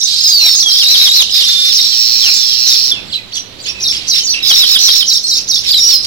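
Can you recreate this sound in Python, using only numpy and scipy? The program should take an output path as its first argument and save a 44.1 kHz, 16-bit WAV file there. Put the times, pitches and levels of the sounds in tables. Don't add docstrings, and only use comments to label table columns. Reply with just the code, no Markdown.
import sys
import numpy as np
from scipy import signal
from scipy.fft import rfft, irfft
from scipy.io import wavfile
from scipy.ndimage import uniform_filter1d, map_coordinates

SR = 44100
rng = np.random.default_rng(int(sys.argv[2]) if len(sys.argv) > 2 else 0)


def makeup_ratio(level_db):
    decades = np.asarray(level_db, float) / 20
    return 10 ** decades


def digitize_waveform(pressure):
    field = np.atleast_2d(pressure).T
    bounded = np.clip(field, -1, 1)
    quanta = np.round(bounded * 32767).astype(np.int16)
    wavfile.write(sys.argv[1], SR, quanta)


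N = 267246


def sing(put, start, hz, gain, pan_db, lead_ms, rough=.3, waver=0.01006, second_db=-28, third_db=-24):
    n = len(hz)
    right_phase = 2 * np.pi * np.cumsum(hz * (1 + waver * wobble(n, 252.8))) / SR
    left_phase = right_phase + 2 * np.pi * hz * lead_ms / 1000
    gain = gain * (1 + rough * wobble(n, 303.8))

    def tone(phase):
        return np.sin(phase) + makeup_ratio(second_db) * np.sin(2 * phase) + makeup_ratio(third_db) * np.sin(3 * phase)

    put(start, gain * makeup_ratio(pan_db) * tone(left_phase), gain * tone(right_phase))


def wobble(count, hz):
    place = np.arange(count) * hz / SR
    i = place.astype(int)
    knots = rng.standard_normal(i[-1] + 2)
    ease = np.sin(np.pi / 2 * (place - i)) ** 2
    return 1.15 * (knots[i] + ease * (knots[i + 1] - knots[i]))


def follow(table, stretch):
    s, *columns = np.transpose(table)
    t = np.arange(s[0], s[-1], 1 / SR / stretch)
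    return [uniform_filter1d(np.interp(t, s, column), size=160) for column in columns]


def fade(count, edge_s):
    i = np.arange(count)
    return np.sin(np.pi / 2 * np.clip(np.minimum(i, count - i) / (edge_s * SR), 0, 1)) ** 2


def add(out, start, left, right):
    i = max(int(start * SR), 0)
    n = max(min(len(left), N - i), 0)
    out[:, i:i + n] += np.array([left[:n], right[:n]])


# t/s, lead/ms
LEAD_MS = [(0, .21), (4.15, .21), (4.19, .25), (4.24, .07), (4.4, .07), (4.45, .1), (5.7, .1), (5.72, 0)]


def lead(s):
    return np.interp(s, *np.transpose(LEAD_MS))


# t/s, f/Hz, level/dB
WARBLE = [(-.029, 3650, -17), (0, 5800, 0), (.027, 3900, 0), (.039, 3830, 1), (.0505, 5650, 1),
          (.063, 3560, -5), (.074, 3620, -5), (.0845, 5580, 1), (.101, 2900, -12)]
# t/s, f/Hz, level/dB
WARBLE_TOP = [(-.034, 4800, -16), (-.014, 6257, -8.5), (.002, 6136, -5), (.022, 5287, -10.5),
              (.036, 5236, -20), (.056, 5400, -5.5), (.1, 5405, -12), (.14, 5430, -33)]
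# t/s, level/dB, depth of the pitch dips [ratio], left minus right/dB
WARBLES = [(.686, -19, 0.95, -6.5), (1.764, -16.5, 1.05, -4), (2.262, -19, .85, -2),
           (2.686, -15.5, 1.1, -3), (3.83, -19, 1.07, -2), (4.1, -15.5, 0.99, -4), (4.5, -17, 1.01, 0),
           (4.873, -15.5, 1.02, -3), (5.087, -14.5, 0.97, -4.5), (5.293, -18.5, 0.98, -2.5),
           (5.501, -15.5, 1.06, -5.5)]


def warbles(put):
    crest_hz, lead_ms = 5700, .2
    for s, db, depth, pan_db in WARBLES:
        for shape, deep, rough in ((WARBLE, depth, .22), (WARBLE_TOP, 1, .55)):
            when, hz, swell_db = np.transpose(shape)
            place = np.interp(np.arange(when[0], when[-1], 1 / SR), when, np.arange(len(when)))
            eased = place - .8 * np.sin(2 * np.pi * place) / (2 * np.pi)
            hz = uniform_filter1d(map_coordinates(hz, [eased], order=1), size=90)
            hz = crest_hz + deep * (hz - crest_hz)
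            level_db = db + 5 + map_coordinates(swell_db, [place], order=1)
            gain = makeup_ratio(level_db) * fade(len(hz), .005)
            sing(put, s + when[0], hz, gain, pan_db, lead_ms, rough=rough, waver=.02 * rough, second_db=-27)


# t/s, f/Hz, level/dB
PHRASES = [
    [(5.785, 4750, -27), (5.8, 5450, -16.5), (5.815, 5680, -13.5), (5.84, 5500, -10), (5.86, 5714, -10.5),
     (5.895, 5716, -10), (5.92, 5375, -12), (5.945, 5260, -5.5), (5.973, 4820, -17)],
    [(4.245, 5400, -24), (4.255, 6400, -19), (4.27, 5400, -19), (4.288, 4350, -17), (4.302, 4500, -17),
     (4.31, 5950, -12), (4.322, 4300, -24), (4.335, 3550, -26), (4.356, 2600, -28)],
    [(3.679, 5800, -23), (3.687, 4750, -20), (3.699, 5900, -21), (3.705, 5200, -25), (3.712, 5700, -26),
     (3.722, 5400, -30)],
    [(.558, 6500, -20), (.575, 5300, -17), (.59, 4300, -17), (.601, 4150, -15), (.61, 5950, -11),
     (.62, 4400, -15), (.635, 3400, -17), (.652, 3300, -27)],
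    [(3.32, 2250, -34), (3.327, 3400, -28), (3.333, 4350, -25), (3.342, 4600, -26), (3.356, 4350, -30)],
    [(3.123, 5050, -28), (3.129, 4300, -23), (3.136, 3450, -19), (3.15, 2850, -29), (3.164, 2650, -32)],
    [(.829, 3720, -18), (.87, 3820, -14), (.905, 4050, -12), (.932, 3900, -13), (.95, 3450, -14),
     (.966, 2650, -20)],
    [(1.18, 4390, -8), (1.19, 4050, -10.5), (1.203, 3700, -6), (1.217, 3340, -12), (1.233, 2595, -17.5)],
    [(1.196, 6150, -24), (1.213, 6550, -22), (1.225, 6120, -14.5), (1.241, 4970, -25)],
]


def phrases(put):
    for shape in PHRASES:
        start = shape[0][0]
        hz, db = follow(shape, 0.99)
        gain = makeup_ratio(db + 4) * fade(len(hz), .003)
        sing(put, start, hz, gain, -7.0, lead(start), rough=.2, waver=.004, third_db=-32)


# t/s, length/s, start f/Hz, end f/Hz, level/dB
SLIDES = [(0, .044, 6400, 5110, -16), (.202, .016, 5610, 4890, -11.5), (.238, .028, 5120, 3820, -10),
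          (.626, .02, 7600, 6100, -24), (.652, .054, 3408, 3190, -12), (.97, .016, 5700, 4200, -15),
          (1.14, .014, 5900, 4500, -19), (1.282, .01, 5100, 3250, -21), (1.291, .014, 3250, 2850, -21),
          (1.308, .026, 7000, 4700, -19), (1.409, .026, 4310, 3200, -11), (1.43, .027, 3250, 3180, -19),
          (1.481, .02, 7300, 5110, -15), (1.921, .033, 3470, 2930, -23), (2.21, .1, 3950, 2350, -18),
          (2.405, .025, 7200, 5900, -22), (2.909, .025, 3778, 3300, -12.5), (2.915, .095, 3520, 2410, -30),
          (3.076, .055, 5100, 2620, -36), (3.175, .03, 2600, 2450, -33), (3.165, .042, 2420, 1910, -43),
          (3.364, .016, 6600, 5600, -20), (3.36, .028, 3750, 2820, -30), (3.951, .009, 5400, 4360, -27),
          (4.397, .02, 3950, 3800, -28), (4.415, .014, 4100, 3300, -25), (5.668, .014, 6000, 4800, -19),
          (5.677, .025, 4000, 3450, -20), (5.718, .032, 4800, 3000, -16), (5.883, .1, 4770, 4080, -15.5),
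          (6.03, .028, 6300, 4220, -20)]
# t/s, length/s, start f/Hz, end f/Hz, level/dB
DRIFTS = [(0.224, 0.099, 5240, 4870, -12.5), (.29, 0.23, 5027, 3538, -10.5), (0.369, 0.06, 6070, 5770, -23),
          (0.409, 0.15, 5654, 5257, -12.5), (0.387, 0.089, 2934, 2144, -24), (0.428, 0.13, 4514, 4404, -16),
          (0.541, 0.028, 5300, 4860, -17), (.615, 0.034, 5800, 5870, -15.5), (0.7, 0.073, 3200, 3265, -23),
          (3.318, 0.007, 5400, 6600, -32), (3.351, 0.011, 5340, 6900, -25), (0.509, 0.062, 3640, 3560, -31),
          (3.737, 0.1, 2730, 2400, -34), (3.962, 0.024, 4420, 5650, -23.5), (4.228, 0.037, 6200, 7400, -24),
          (5.705, 0.022, 4690, 4800, -8.5), (5.733, 0.077, 4127, 3625, -13.5),
          (5.909, .045, 3906, 2805, -23.5), (5.968, 0.0305, 5070, 5240, -19),
          (5.996, 0.026, 4900, 5150, -22), (0.803, 0.038, 3700, 2440, -22),
          (1.063, 0.027, 3870, 3154, -8.5), (4.497, 0.027, 3563, 2962, -12), (4.63, 0.017, 3646, 2900, -19),
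          (4.756, .022, 3533, 3010, -12), (4.881, 0.022, 3585, 3013, -10),
          (5.012, 0.024, 3540, 2940, -14.5)]
# t/s, length/s, middle f/Hz, end f/Hz, level/dB
HOOKS = [
    (0.029, 0.035, 6250, 5680, -11),
    (0.217, 0.037, 6395, 5820, -20.5),
    (0.272, 0.046, 6520, 5780, -15.5),
    (0.543, 0.071, 6485, 5070, -14.5),
    (0.953, 0.066, 6000, 4700, -34),
    (2.69, .07, 6800, 5600, -26),
    (5.234, 0.04, 8470, 7020, -31),
    (3.532, 0.011, 3900, 3750, -45),
]
# t/s, length/s, start f/Hz, top f/Hz, level/dB
RISES = [
    (1.324, .092, 4725, 5150, -19),
    (3.337, .014, 4900, 5800, -25),
    (3.584, .04, 4250, 4700, -36),
    (3.654, .024, 4840, 6750, -29),
    (3.653, .036, 2570, 3500, -28),
    (3.93, .032, 2480, 3300, -23.5),
]
# t/s, length/s, f/Hz, level/dB
HELD = [
    (1.327, 0.089, 3670, -18),
    (1.405, 0.071, 3650, -17.5),
    (1.458, .125, 3590, -14.5),
    (1.565, .145, 3605, -14),
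    (2.67, 0.027, 5890, -14),
    (2.14, 0.042, 2450, -32),
    (2.415, 0.31, 4880, -30),
    (2.448, 0.26, 2770, -34.5),
    (4.19, 0.063, 3070, -28),
    (5.234, 0.029, 4280, -18),
]


def glides(put):
    notes = []
    for s, length, a, e, db in SLIDES:
        notes.append((s, length, a, e + .35 * (a - e), e, db))
    for s, length, a, e, db in DRIFTS:
        notes.append((s, length, a, (a + e) / 2, e, db))
    for s, length, m, e, db in HOOKS:
        notes.append((s, length, .95 * m, m, e, db))
    for s, length, a, m, db in RISES:
        notes.append((s, length, a, m, m - .4 * (m - a), db))
    for s, length, m, db in HELD:
        notes.append((s, length, .99 * m, m, .99 * m, db))
    for s, length, a, m, e, db in notes:
        n = int(length * SR)
        gain = makeup_ratio(db + 3.5) * fade(n, .004 + .12 * length)
        pan_side, lead_side = rng.standard_normal(2)
        pan_db, lead_ms = -6.5 + 1.5 * pan_side, lead(s) + .01 * lead_side
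        rough, waver = (.15, .002) if a == e else (.35, .007)
        sing(put, s, bend(n, a, m, e), gain, pan_db, lead_ms, rough=rough, waver=waver, third_db=-32)


def bend(count, start_hz, mid_hz, end_hz):
    v = np.linspace(0, 1, count)
    return start_hz * (1 - v) * (1 - 2 * v) + 4 * mid_hz * v * (1 - v) + end_hz * v * (2 * v - 1)


# t/s, f/Hz, trill swing f/Hz, level/dB, upper f/Hz, upper level/dB
CHURR = [(-.118, 4300, 893, -9, 5600, -14), (-.095, 4292, 900, -3, 5553, -4),
         (-.06, 4140, 605.5, 0.5, 5410, 4), (-.036, 3950, 124, -3, 5098, -2),
         (-.028, 3650, 30, -2, 4800, 1.5), (-.012, 3192, 28, -4, 4420, -28),
         (0, 2850, 11.3, -10.5, 4400, -40)]
# end t/s, level/dB, stretch [ratio], pitch [ratio], left minus right/dB
CHURRS = [(.84, -11, 0.92, 0.91, -0.5), (.966, -10, 0.84, 1.07, 4.5), (1.09, -10.5, 1.25, 1.023, 4),
          (1.232, -11, 1, 1.025, 3), (1.44, -12, 1.24, 0.93, -5), (1.598, -33, 1.4, 1, 2),
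          (1.732, -12, 0.77, 1.01, -25), (4.53, -7, 0.89, 0.95, -8.5), (4.657, -4, 1.16, 1.012, -5),
          (4.781, -3.5, 1.1, 1.007, -9), (4.905, -4, 1.01, 1.083, -6), (5.037, -6.5, 1.16, 1.035, -10.5),
          (5.715, -17, 0.68, 1.006, -15), (5.945, -24.5, 1.14, 0.8, -4)]


def churrs(put):
    trill_hz = 82.36
    for end, db, stretch, ratio, pan_db in CHURRS:
        hz, swing, low_db, top_hz, top_db = follow(CHURR, stretch)
        n = len(hz)
        start = end - n / SR
        cycle = (np.cumsum(1 + .38 * wobble(n, 65))[::-1] * trill_hz / SR) % 1
        saw = uniform_filter1d(2 * cycle ** 1.4 - 1, size=50)
        chip = 1 - np.clip(swing / 900, 0, 1) * (1 - np.sin(np.pi * cycle))
        low_gain = makeup_ratio(db + low_db) * chip * fade(n, 0.00055)
        sing(put, start, ratio * (hz + swing * saw), low_gain, pan_db, 0.094, rough=0.11)
        top_gain = makeup_ratio(db + top_db) * chip
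        sing(put, start, ratio * (top_hz + .5 * swing * saw), top_gain, pan_db - 14.5, 0.25, rough=0.28)


# t/s, length/s, start f/Hz, end f/Hz, level/dB
BURRS = [(0.898, .045, 5304, 5300, -16), (.95, 0.089, 3981, 3850, -10), (1.03, 0.038, 5200, 5240, -13),
         (1.088, .095, 3638, 4210, -11.5), (1.16, 0.031, 5200, 5400, -13.5),
         (2.35, 0.21, 3610, 3256, -23.5), (2.364, .03, 6980, 7230, -24), (3.133, 0.04, 4150, 3930, -21.5),
         (3.351, .04, 3600, 3200, -28.5), (3.368, 0.0476, 5850, 5750, -27.5),
         (3.676, 0.04, 2600, 2530, -29), (4.34, 0.059, 2550, 2800, -26), (4.304, 0.039, 5700, 5700, -19)]


def burrs(put):
    burr_hz, pitch_swing = 60, .018
    for s, length, a, e, db in BURRS:
        n = int(length * SR)
        grain = .8 * np.clip(wobble(n, 2 * burr_hz) + .9, .35, 1.5)
        hz = np.linspace(a, e, n) * (1 + pitch_swing * wobble(n, burr_hz))
        gain = makeup_ratio(db + 4) * grain * fade(n, .005)
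        sing(put, s, hz, gain, -4.5, lead(s), rough=.3, waver=.008)


# t/s, length/s, centre f/Hz, width f/Hz, level/dB
RASPS = [(0.067, 0.48, 4410, 1620, -14.5), (0.952, 0.13, 4530, 2000, -10.5),
         (1.339, 0.22, 4250, 1920, -13.5), (1.518, 0.53, 4250, 2000, -18),
         (2.331, 0.075, 6800, 1500, -17.5), (5.367, 0.058, 2860, 700, -28.5),
         (3.128, 0.057, 3820, 1300, -20), (3.348, 0.059, 4430, 2980, -22.5), (3.657, 0.08, 3800, 2430, -22),
         (3.919, 0.17, 3540, 2135, -23), (4.134, 0.083, 3020, 1200, -19), (4.333, 0.15, 2800, 1000, -23.5),
         (5.633, 0.092, 3740, 2783, -21), (6.044, 0.015, 4430, 3900, -13.5)]


def rasps(put):
    for s, length, hz, width, db in RASPS:
        n = int(length * SR)
        breath = 0.08 * rng.standard_normal(n)
        x = ring(pulses(np.full(n, 600.), .5, 1.7) + breath, hz, width)
        x = x / x.std() * makeup_ratio(db) * fade(n, 0.0079) * np.exp(-1.2 * np.arange(n) / n)
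        put(s, makeup_ratio(-10.5) * np.roll(x, -8), x)


def pulses(hz, jitter, scatter_db):
    n = len(hz)
    cycle = np.cumsum(hz * (1 + jitter * wobble(n, 199.6))) / SR
    return np.diff(np.floor(cycle), prepend=0) * makeup_ratio(scatter_db * rng.standard_normal(n))


def ring(x, hz, width):
    edges = [max(hz - width / 2, 50), hz + width / 2]
    return signal.sosfilt(signal.butter(2, edges, "band", fs=SR, output="sos"), x)


# t/s, pulse rate f/Hz, level/dB
BUZZ = [(1.72, 225.9, -5.5), (1.8, 228.2, -18), (2.0, 228.1, -9), (2.25, 239.8, -8.5), (2.5, 242.4, -12.5),
        (2.75, 246.9, -9), (2.89, 245.2, -13), (2.92, 243, -13.5)]
# f/Hz, width f/Hz, level/dB, left minus right/dB
BUZZ_THROAT = [(2000, 620, -42, 10.5), (2445, 225, -41, 16), (3280, 740, -15.5, -6.5),
               (4250, 450, -2.5, -11.5), (4800, 133, -6, -18), (5420, 360, 1.5, -10.5),
               (6600, 2500, -32, 4)]


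def buzz(put):
    hz, db = follow(BUZZ, 0.99)
    n = len(hz)
    turn = np.pi * np.cumsum(hz * (1 + .007 * wobble(n, 40))) / SR
    comb = np.zeros(n)
    for k in range(14, 64):
        strength = makeup_ratio(-3 * (k % 2)) * (1 + .4 * wobble(n, 69.94))
        comb += strength * np.cos(k * turn + .4 * wobble(n, 45))
    throat = np.zeros((2, n))
    for f, width, level_db, pan_db in BUZZ_THROAT:
        sides = makeup_ratio(level_db + np.array([[pan_db], [0]]))
        throat += sides * ring(comb, f, width) / np.sqrt(width)
    left, right = throat / throat[1].std() * makeup_ratio(db)
    put(BUZZ[0][0], np.roll(left, -11), right)


# t/s, centre f/Hz
CROWD_HZ = [(0, 4606), (1.7, 4587), (3.0, 4530), (3.8, 4953), (4.4, 4942), (4.5, 4604), (5.04, 4587),
            (5.1, 5103), (5.6, 5110), (5.7, 4403), (6.06, 4690)]


def flock():
    centre_hz = np.interp(np.arange(N) / SR, *np.transpose(CROWD_HZ))
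    low = makeup_ratio(bouts(0)) * crowd(centre_hz, .2, -5.0, count=10)
    thin_db = -22.5 + .65 * bouts(.015) + 1.8 * wobble(N, 9.7)
    thin = makeup_ratio(thin_db) * crowd(7200, 0.084, 24, count=4)
    return makeup_ratio(-7.0) * (low + thin)


def crowd(centre_hz, spread, pan_db, count):
    out = np.zeros((2, N))
    for early in rng.integers(2, 14, count):
        slide = spread * np.tanh(wobble(N, 50.46)) + .05 * wobble(N, 707.6)
        turn = 2 * np.pi * np.cumsum(centre_hz * np.exp(slide)) / SR
        chips = np.clip(wobble(N, 68.86) + 0.33, 0, 2)
        x = chips * (np.sin(turn) + makeup_ratio(-21.0) * np.sin(2 * turn))
        out += [makeup_ratio(pan_db) * np.roll(x, -early), x]
    return out / out.std()


# t/s, length/s, level/dB
BOUTS = [(-.05, 0.43, -13), (0.275, 0.34, -10.5), (0.709, 0.5, -7.5), (1.332, 0.54, -10.5),
         (1.76, 0.89, -16), (2.671, 0.2, -11.5), (3.136, 0.0077, -24.5), (3.358, 0.0086, -22.5),
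         (3.651, 0.022, -23), (3.85, 0.11, -18), (4.114, 0.082, -11.5), (4.298, 0.037, -14),
         (4.49, 0.51, -11), (5.096, 0.06, -12.5), (5.266, 0.11, -13), (5.517, 0.084, -18),
         (5.682, 0.27, -10), (5.876, 0.043, -6.5), (6.05, .05, -16)]


def bouts(early_s):
    join_db_per_s, drop_db_per_s, lull_db = 343, 246, -51
    t = np.arange(N) / SR + early_s
    level_db = np.full(N, float(lull_db))
    for s, length, db in BOUTS:
        joining = join_db_per_s * np.maximum(s - t, 0)
        leaving = drop_db_per_s * np.maximum(t - s - length, 0)
        level_db = np.maximum(level_db, db - joining - leaving)
    return level_db


def trees(x):
    t60_s, tail_db, wall_s, wall_db = .4, -10, .021, -10.5
    t = np.arange(int(.5 * SR)) / SR
    tail = rng.standard_normal((2, len(t))) * makeup_ratio(-60 * t / t60_s) * np.clip(t / 0.0039, 0, 1)
    tail *= makeup_ratio(tail_db) / np.sqrt(np.sum(tail ** 2, axis=1, keepdims=True))
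    tail[1, int(wall_s * SR)] += makeup_ratio(wall_db)
    return x + signal.fftconvolve(x, tail, axes=1)[:, :N]


# f/Hz, level/dB (per Hz)
RUMBLE = [(20, -7.5), (40, -15), (62, 0), (85, -3.5), (112, 2), (150, -8.5), (182, -3.5), (230, -4),
          (400, -5.5), (800, -11.5), (1600, -14), (4000, -4.5), (7000, -27), (16000, -35)]
# t/s, level/dB
RUMBLE_SWELL = [(0, -46), (1.0, -43.5), (2.0, -44), (2.95, -41), (3.2, -45), (4.35, -40.5), (4.6, -42),
                (5.5, -42), (6.06, -42)]
# f/Hz, level/dB (relative to the rumble)
HUM = [(62, -13), (182, -17)]


def rumble():
    hz, db = np.transpose(RUMBLE)
    f = np.arange(N // 2 + 1) * SR / N + 1
    colour = makeup_ratio(np.interp(np.log(f), np.log(hz), db))
    common, own = rng.standard_normal(N), rng.standard_normal((2, N))
    share = np.clip(.75 - f / 2500, 0, 1)
    noise = irfft(colour * (share * rfft(common) + np.sqrt(1 - share ** 2) * rfft(own)), N)
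    hum = np.zeros(N)
    for hum_hz, hum_db in HUM:
        turn = 2 * np.pi * np.cumsum(hum_hz * (1 + .07 * wobble(N, 14))) / SR
        hum += makeup_ratio(hum_db + 3 * wobble(N, 9)) * np.sin(turn)
    swell_db = np.interp(np.arange(N) / SR, *np.transpose(RUMBLE_SWELL)) + 1.3 * wobble(N, 5)
    return (noise / noise.std() + hum) * makeup_ratio(swell_db + 1.5 + np.array([[-4], [4]]))


def scene():
    near = np.zeros((2, N))
    for voice in (warbles, phrases, glides, churrs, burrs, rasps, buzz):
        voice(lambda *sound: add(near, *sound))
    return trees(near + flock()) + rumble()


def roll_off(x):
    return signal.sosfilt(signal.butter(12, 16890, fs=SR, output="sos"), x)


def record(dry):
    dip = .45 * ring(dry[0], 8800, 1800)
    peaks = .9 * ring(dry[0], 11200, 2400) + .6 * ring(dry[0], 14000, 3200)
    left = dry[0] - dip + peaks
    x = np.clip(1.701 * np.array([makeup_ratio(-0.35) * left, dry[1]]), -1.15, 1.15)
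    x = x - 0.29 * x ** 3 + 0.016 * x ** 2
    top_cut = signal.ellip(10, .2, 60, 15900, fs=SR, output="sos")
    x = signal.sosfilt(top_cut, x - x.mean())
    return roll_off(np.clip(1.12 * x, -1, 1))


dry = scene()
out = record(dry)
digitize_waveform(out)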